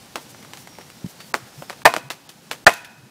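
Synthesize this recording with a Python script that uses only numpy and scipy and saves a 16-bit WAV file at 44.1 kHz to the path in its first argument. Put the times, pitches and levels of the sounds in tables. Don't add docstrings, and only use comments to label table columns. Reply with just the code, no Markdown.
import sys
import numpy as np
from scipy import signal
from scipy.fft import rfft, irfft, next_fast_len
from scipy.io import wavfile
from scipy.ndimage import map_coordinates

SR = 44100
rng = np.random.default_rng(int(sys.argv[2]) if len(sys.argv) > 2 else 0)


def ratio_of_db(decibels):
    return 10 ** (np.asarray(decibels, float) / 20)


def to_wav(s):
    ch = np.atleast_2d(s).T
    pcm = np.round(np.clip(ch, -1, 1) * 32767)
    wavfile.write(sys.argv[1], SR, pcm.astype(np.int16))


N = 136710

# pitch_hz, level_db
HISS_SPECTRUM = [(210, -37), (350, -9.5), (496, -11), (600, -12.5), (798, -5.5), (1030, -10.5), (2540, -14),
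                 (5100, -14), (15500, -24)]
FLUTTER_SPECTRUM = [(15, -61), (25, -31), (27, -51), (59, -22.5), (139, -1.5), (284, -7), (436, -15),
                    (500, -12), (650, -16), (1100, -120)]
STEAM_SPECTRUM = [(2000, -10.5), (6000, -2.5), (11000, -5.5), (15500, -8)]
RUMBLE_SPECTRUM = [(25, -5.5), (50, -1), (90, 0.5)]
# centre_s, length_s, level_db
STEAM_BURSTS = [
    (0.223, 0.049, -48.5),
    (0.306, 0.03, -45.5),
    (0.6, 0.082, -48),
    (1.1, .05, -47),
    (1.278, .08, -50.5),
    (1.612, 0.12, -50.5),
]
# start_s, peak_db, pitch_hz, scatter_db, echo_delay_s
POPS = [
    (.15713, -15, 1100, -14, .0088),
    (.5347, -21, 2300, -18, .006),
    (1.34233, -1, 1200, -25, .0074),
    (1.69825, -15, 1900, -19, .0066),
    (1.93932, -8, 1100, -21, .0085),
    (1.9647, -6, 1150, -22, .0069),
    (2.10336, -8, 2800, -16, .0042),
    (2.2922, -30, 4800, -8, .0035),
    (2.51336, -5, 2300, -19, .0062),
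]
# start_s, peak_db, pitch_hz, direction (push 1, pull
SNAPS = [(.15762, -14, 1500, -1), (.15786, -12, 5500, 1), (.1581, -20, 4500, 1), (.1735, -24, 1000, 1),
         (.1815, -26, 800, -1), (.15855, -17, 750, 1), (.1664, -21, 900, 1), (.34735, -27, 900, -1),
         (.53574, -18, 3500, 1), (.5361, -26, 900, -1), (.57283, -23, 4500, 1), (.5729, -27, 3500, -1),
         (.6739, -24, 1100, -1), (.7856, -28, 5000, 1), (.7861, -29, 800, -1), (.7868, -26, 600, 1),
         (1.34263, -3, 1600, -1), (1.3432, -13, 500, 1), (1.3497, -12, 1000, -1), (1.6221, -26, 700, 1),
         (1.62385, -21, 650, -1), (1.69857, -16, 2300, -1), (1.7044, -17, 1100, -1), (1.7049, -19, 1100, 1),
         (1.7286, -28, 1500, -1), (1.9395, -12, 6000, -1), (1.9396, -16, 500, -1), (1.94025, -11, 1800, 1),
         (1.9485, -18, 500, 1), (1.9649, -12, 1300, -1), (1.972, -19, 350, 1), (2.031, -29, 6000, 1),
         (1.9659, -15, 600, 1), (1.9668, -17, 500, -1), (2.10445, -14, 3500, 1), (2.1061, -14, 1500, -1),
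         (2.109, -11, 2000, -1), (2.1111, -14, 1200, 1), (2.2921, -19, 5000, -1), (2.29436, -17, 5000, -1),
         (2.468, -31, 7000, 1), (2.585, -31, 9000, 1), (2.5144, -13, 800, 1), (2.5148, -16, 900, -1),
         (2.5195, -15, 900, -1), (2.73805, -10, 4500, -1), (2.7403, -11, 5000, -1)]
# pitch_hz, level_db
SCATTER_SPECTRUM = [(250, 12.5), (800, 5), (2000, -14.5), (5000, -7), (15000, -22.5)]
# start_s, length_s, from_hz, to_hz, level_db
BIRD_NOTES = [
    (.2, 0.36, 5930, 5770, -57),
    (.6, .3, 5650, 5600, -55),
    (.85, .3, 5620, 5700, -61),
    (1.15, 0.175, 4480, 4540, -53),
    (1.434, 0.333, 5270, 5230, -56.5),
]
# start_s, peak_db, pitch_hz, edge_db, t60_s
TICKS = [(0.348, -40, 790, -28.5, 0.046), (.426, -34, 1830, -30.5, 0.074), (0.448, -32.5, 860, -17, 0.029),
         (0.574, -33, 1870, -20, 0.043), (0.6731, -28.5, 1450, -27.5, 0.033),
         (0.753, -33, 1800, -11, 0.0084), (0.7853, -34.5, 600, -13.5, 0.15),
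         (0.81, -32.5, 1630, -16, 0.054), (0.9012, -29, 2100, -12.5, 0.017), (1.062, -34, 2350, -11, 0.033),
         (1.2032, -30.5, 2300, -19, 0.11), (1.6212, -29, 677, -22, 0.11), (1.7298, -30, 1130, -16, 0.033),
         (1.819, -30, 1220, -22, 0.026), (2.738, -27, 3000, 3, 0.0444), (2.846, -26.5, 2740, -15.5, 0.1)]
# start_s, peak_db, pitch_hz
PUFFS = [
    (1.0434, -23.5, 171),
    (1.06, -29.5, 171),
]
# start_s, length_s, from_hz, to_hz, level_db
GUSTS = [
    (1.41, 0.04, 127, 108, -38),
    (1.56, 0.065, 99, 190, -32.5),
    (2.02, 0.086, 98, 169, -34),
    (2.89, 0.062, 225, 232, -44),
    (2.97, .05, 155.4, 119.3, -37),
    (3.01, 0.059, 96.4, 150, -35),
    (3.045, 0.043, 196, 230, -38),
]
# start_s, strength_db, steel_ring_db, brightness_db_per_octave, spray_db
BLOWS = [
    (1.8535, 4.5, -36.5, -1.5, -35),
    (2.6659, 9, -29.5, 0, -30.5),
]
# pitch_hz, first_blow_db, second_blow_db, t60_s
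WOOD_MODES = [(464, -23, -21, 0.11), (686, -7, -7.5, 0.091), (818.2, -4.5, -4, 0.034),
              (1032.4, -11.5, -19.5, .12), (1222, -6.5, -9, .045), (1414.6, -12.5, 1, 0.031),
              (1590, -9.5, -8.5, .05), (1805, -1, -2, 0.031), (1944, -10.5, -10.5, 0.049),
              (2192, -20, -16.5, 0.041), (603, -10, -14.5, 0.04), (2503, -19, -20.5, 0.14),
              (2660, -27, -21.5, 0.081), (721, -11.5, -18, 0.058)]
# pitch_hz, level_db, t60_s
STEEL_MODES = [(970, -3.5, 0.85), (1400, 0.5, .5), (1490, -2.5, 0.92), (1880, -2, 0.54), (2460, -4, 0.69),
               (2546, -3.5, 0.97), (2050, -11, .6), (2720, -11.5, .4), (3350, -13, .2), (5830, -16.5, .1)]
# pitch_hz, level_db
CRACK_SPECTRUM = [(300, -13.5), (700, 15.5), (2000, 6.5), (4000, -6.5), (9000, -10.5), (15000, -17)]
SPRAY_SPECTRUM = [(1500, 3.5), (4000, -0.5), (9000, -7), (15000, -14.5)]
THUD_SPECTRUM = [(90, -8.5), (200, 1.5), (380, -1.5)]
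# pitch_hz, t60_s
TREES_DECAY = [(200, 1), (1000, 1), (3000, 0.88), (8000, 0.38), (15000, .12)]
# time_s, gain_db
GAIN = [(0, -0.5), (1.868, -0.5), (1.872, -3.5), (1.901, 0.5), (2.111, -4.5), (2.65, -3), (2.6822, -4.5),
        (2.6827, -6.5), (2.7, -5.5), (2.93, -6), (3.1, -6.5)]
# start_s, end_s, lost_above_hz
DROPOUTS = [
    (1.325, 1.3385, 1600),
    (1.8355, 1.8495, 300),
    (1.874, 1.879, 10500),
    (1.928, 1.937, 9500),
    (1.957, 1.962, 11000),
    (2.0905, 2.099, 2800),
    (2.277, 2.288, 6500),
    (2.503, 2.51, 8000),
    (2.6475, 2.662, 20),
    (2.834, 2.843, 10000),
]

HISS_DB, FLUTTER_DB, RUMBLE_DB = -48.5, -49.5, -67
SLOW_SWING_DB = 1.5
SIZZLE_DB, SIZZLE_PER_S, SPIT_TOP_DB = -60, 630, 12
POP_DAMPING, POP_STOP, POP_LOW_HZ, POP_TOP_HZ = 0.17, 1.3, 190, 11000
SNAP_TOP, SNAP_DAMPING = 3, 0.45
SPIKE_DB, SPIKE_S = 1, 0.00004
ECHO_DB, ECHO_HZ = -15, 2500
SCATTER_PITCH, SCATTER_WIDE_DB, SCATTER_GRAIN_DB, SCATTER_T60_S = 0.6, 1, 2, 0.13
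LEAD_DB, LEAD_S = -32, 0.0034
BIRD_BLUR_HZ = 90
CLICK_DB, TICK_SPIKE_DB, TICK_WIDTH = 1, -4, 0.8
PUFF_T60_S, PUFF_RISE_S = 0.031, 0.0015
BLOW_HOLD_S, BLOW_RISE_S = 0.006, 0.0016
CONTACT_DB, CONTACT_T60_S = -13.5, 0.037
CRACK_DB, CRACK_T60_S, CRACK_GRAIN_DB = -3.5, 0.089, 3
THUD_DB, THUD_T60_S, SPRAY_T60_S = -25.5, 0.15, 0.38
WOOD_PHASE, STEEL_PHASE = 0.6, 0.8
UNSTEADY, RATTLE_PER_S = 0.3, 140
TREES_DB, TREES_DELAY_S = -29.5, 0.013
WOOD_FAR = 0.2
LOW_CUT_HZ, TOP_HZ = 30, 15700
CLIP_TOP, CLIP_HARD = 1.03, 6


def unit(x):
    return x / np.sqrt(np.mean(x ** 2) + 1e-20)


def along(points, hz):
    f, v = np.transpose(points)
    return np.interp(np.log(hz + 1), np.log(f + 1), v)


def wobble(rate, size=N):
    knots = rng.standard_normal(int(size * rate / SR) + 4)
    return map_coordinates(knots, [np.arange(size) * rate / SR])


def filtered(x, response):
    m = next_fast_len(len(x) + 8192)
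    return irfft(rfft(x, m) * response(np.fft.rfftfreq(m, 1 / SR)), m)[:len(x)]


def noise(spectrum, size=N):
    closed = [(spectrum[0][0] / 2, -60)] + list(spectrum) + [(SR / 2, -60)]
    return unit(filtered(rng.standard_normal(size), lambda hz: ratio_of_db(along(closed, hz))))


def add(out, s, x):
    part = out[round(s * SR):][:len(x)]
    part += x[:len(part)]


def band(hz, width):
    return lambda f: 1j * f * width / (hz * hz - f * f + 1j * f * width)


def glide(hz):
    return np.sin(2 * np.pi * np.cumsum(hz) / SR)


def fire():
    t = np.arange(N) / SR
    hiss = ratio_of_db(HISS_DB + 0.22 * wobble(2.7) + 0.6 * wobble(44)) * noise(HISS_SPECTRUM)
    swing_db = SLOW_SWING_DB * wobble(3.1) + 0.61 * wobble(23)
    flutter = ratio_of_db(FLUTTER_DB) * unit(ratio_of_db(swing_db) * noise(FLUTTER_SPECTRUM))
    spit_db = np.minimum(5 * rng.exponential(size=N), SPIT_TOP_DB)
    spits = (rng.random(N) < SIZZLE_PER_S / SR) * ratio_of_db(spit_db) * rng.choice([-1, 1], N)
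    sizzle = ratio_of_db(SIZZLE_DB) * unit(filtered(spits, band(3500, 4000)))
    swell = sum(ratio_of_db(db) * np.exp(-(2 * (t - s) / length) ** 2) for s, length, db in STEAM_BURSTS)
    steam = swell * noise(STEAM_SPECTRUM)
    rumble = ratio_of_db(RUMBLE_DB + 3 * wobble(4.7)) * noise(RUMBLE_SPECTRUM)
    return hiss + rumble + flutter + sizzle + steam


def burst(hz, top_hz, damping=POP_DAMPING):
    t = np.arange(SR // 5) / SR
    turn = 2 * np.pi * hz * t
    swing = np.cos(turn) * np.exp(-damping * turn ** POP_STOP)
    spike = ratio_of_db(SPIKE_DB) * np.exp(-t / SPIKE_S)
    return filtered(swing + spike, lambda f: (1j * f / (POP_LOW_HZ + 1j * f) / (1 + 1j * f / top_hz)) ** 2)


def pops():
    out, t = np.zeros(N), np.arange(SR // 5) / SR
    for s, db, hz, scatter_db, echo_s in POPS:
        pop = burst(hz, POP_TOP_HZ)
        echo = filtered(pop, lambda f: -ratio_of_db(ECHO_DB) / (1 + 1j * f / ECHO_HZ) ** 2)
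        near = unit(filtered(rng.standard_normal(len(t)), band(SCATTER_PITCH * hz, hz)))
        wide = filtered(noise(SCATTER_SPECTRUM, size=len(t)), lambda f: f * f / (f * f + (hz / 4) ** 2))
        grain = ratio_of_db(SCATTER_GRAIN_DB * wobble(350, size=len(t)))
        scatter = (near + ratio_of_db(SCATTER_WIDE_DB) * wide) * grain
        add(out, s, ratio_of_db(db) * (pop + scatter * ratio_of_db(scatter_db - 60 * t / SCATTER_T60_S)))
        add(out, s + echo_s, ratio_of_db(db) * echo)
        add(out, s - LEAD_S, ratio_of_db(db + LEAD_DB) * scatter[-round(LEAD_S * SR):])
    for s, db, hz, way in SNAPS:
        snap = burst(hz, SNAP_TOP * hz, SNAP_DAMPING)
        add(out, s, way * ratio_of_db(db) * snap / snap.max())
    return out


def bird():
    out = np.zeros(N)
    for s, length, hz0, hz1, db in BIRD_NOTES:
        n = round(length * SR)
        hz = np.linspace(hz0, hz1, n) + BIRD_BLUR_HZ * wobble(299, size=n)
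        level = ratio_of_db(db + 4 * wobble(42, size=n)) * np.hanning(n) ** 0.5
        add(out, s, level * glide(hz))
    return out


def ticks():
    out, t = np.zeros(N), np.arange(SR // 10) / SR
    for s, db, hz, edge_db, t60 in TICKS:
        rattle = unit(filtered(rng.standard_normal(len(t)), band(hz, TICK_WIDTH * hz)))
        rattle = rattle * ratio_of_db(-6.5 - 60 * t / t60)
        edge = ratio_of_db(edge_db - 60 * t / (0.38 * t60)) * rng.standard_normal(len(t))
        click = ratio_of_db(CLICK_DB) * np.sin(2 * np.pi * hz * t) * np.exp(-1.5 * hz * t)
        spike = ratio_of_db(TICK_SPIKE_DB + edge_db / 2) * np.exp(-t / SPIKE_S)
        add(out, s, ratio_of_db(db) * (click + spike + rattle + edge))
    return out


def puffs():
    out, t = np.zeros(N), np.arange(SR // 8) / SR
    for s, db, hz in PUFFS:
        envelope = ratio_of_db(db + 14.5 - 60 * t / PUFF_T60_S) * (1 - np.exp(-t / PUFF_RISE_S))
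        add(out, s, envelope * np.sin(2 * np.pi * hz * t))
    for s, length, hz0, hz1, db in GUSTS:
        n = round(length * SR)
        add(out, s, ratio_of_db(db) * np.hanning(n) * glide(np.linspace(hz0, hz1, n)))
    return filtered(out, lambda f: (1j * f / (70 + 1j * f)) ** 2)


def ring(modes, t, phase, hold_s=0, tilt_db=0):
    out = np.zeros(len(t))
    for hz, db, t60 in modes:
        decay = ratio_of_db(db + tilt_db * np.log2(hz / 1000) - 60 * np.maximum(t - hold_s, 0) / t60)
        waver = 1 + UNSTEADY * wobble(55, size=len(t))
        rattle = phase * wobble(RATTLE_PER_S, size=len(t))
        out += decay * waver * np.sin(2 * np.pi * hz * t + rattle)
    return out


def baton():
    out, log, t = np.zeros(N), np.zeros(N), np.arange(SR // 2) / SR
    rise = 1 - np.exp(-t / BLOW_RISE_S)
    for k, (s, db, steel_db, tilt_db, spray_db) in enumerate(BLOWS):
        crack_db = CRACK_DB - 60 * t / CRACK_T60_S + CRACK_GRAIN_DB * wobble(270, size=len(t))
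        crack = ratio_of_db(crack_db) * noise(CRACK_SPECTRUM, size=len(t))
        bark_db = spray_db - 60 * t / SPRAY_T60_S + 1.6 * wobble(220, size=len(t))
        spray = ratio_of_db(bark_db) * noise(SPRAY_SPECTRUM, size=len(t))
        modes = [(hz, dbs[k], t60) for hz, *dbs, t60 in WOOD_MODES]
        wood = ring(modes, t, WOOD_PHASE, BLOW_HOLD_S, tilt_db)
        steel = ratio_of_db(steel_db - db) * ring(STEEL_MODES, t, STEEL_PHASE)
        thud = ratio_of_db(THUD_DB - 60 * t / THUD_T60_S) * noise(THUD_SPECTRUM, size=len(t))
        contact = ratio_of_db(CONTACT_DB - 60 * t / CONTACT_T60_S) * noise(SPRAY_SPECTRUM, size=len(t))
        lead = noise(CRACK_SPECTRUM, size=len(t))[:round(LEAD_S * SR)]
        add(out, s, ratio_of_db(db) * contact)
        add(out, s, ratio_of_db(db) * (wood + steel + crack + spray + thud) * rise)
        add(log, s, ratio_of_db(db) * wood * rise)
        add(out, s - LEAD_S, ratio_of_db(db + LEAD_DB) * lead)
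    return out, log


def trees(x):
    hz, t, z = signal.stft(rng.standard_normal(SR // 2), SR, nperseg=256)
    decay = ratio_of_db(-60 * t / along(TREES_DECAY, hz)[:, None])
    tail = signal.istft(z * decay, SR, nperseg=256)[1]
    delayed = np.pad(x, (round(TREES_DELAY_S * SR), 0))
    return signal.fftconvolve(delayed, tail / np.linalg.norm(tail))[:N]


def scene():
    knocks, wood = baton()
    crackle = pops() + ticks()
    far = knocks - (1 - WOOD_FAR) * wood + crackle
    early = np.arange(N) < 2.4 * SR
    echoes = trees(far * early) + trees(far * ~early)
    return (fire() + crackle + bird() + puffs() + knocks + ratio_of_db(TREES_DB) * echoes)[None]


def starved(x):
    t, out = np.arange(N) / SR, x.copy()
    for s0, s1, hz in DROPOUTS:
        gate = np.clip(np.minimum(t - s0, s1 - t) / 0.001 + 0.5, 0, 1)
        before = x * (t < s1 + 0.001)
        out -= gate * filtered(before, lambda f: 1 / (1 + (hz / (f + 1)) ** 10))
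    return out


def top_cut(x):
    return signal.sosfilt(signal.butter(12, 15640, fs=SR, output="sos"), x)


def record(dry):
    s, db = np.transpose(GAIN)
    x = filtered(dry[0], lambda f: (1j * f / (LOW_CUT_HZ + 1j * f)) * (f < TOP_HZ))
    x = x * ratio_of_db(np.interp(np.arange(N) / SR, s, db))
    x = x / (1 + np.abs(x / CLIP_TOP) ** CLIP_HARD) ** (1 / CLIP_HARD)
    mix = starved(x)[None]
    return top_cut(mix)


dry = scene()
out = record(dry)
to_wav(out)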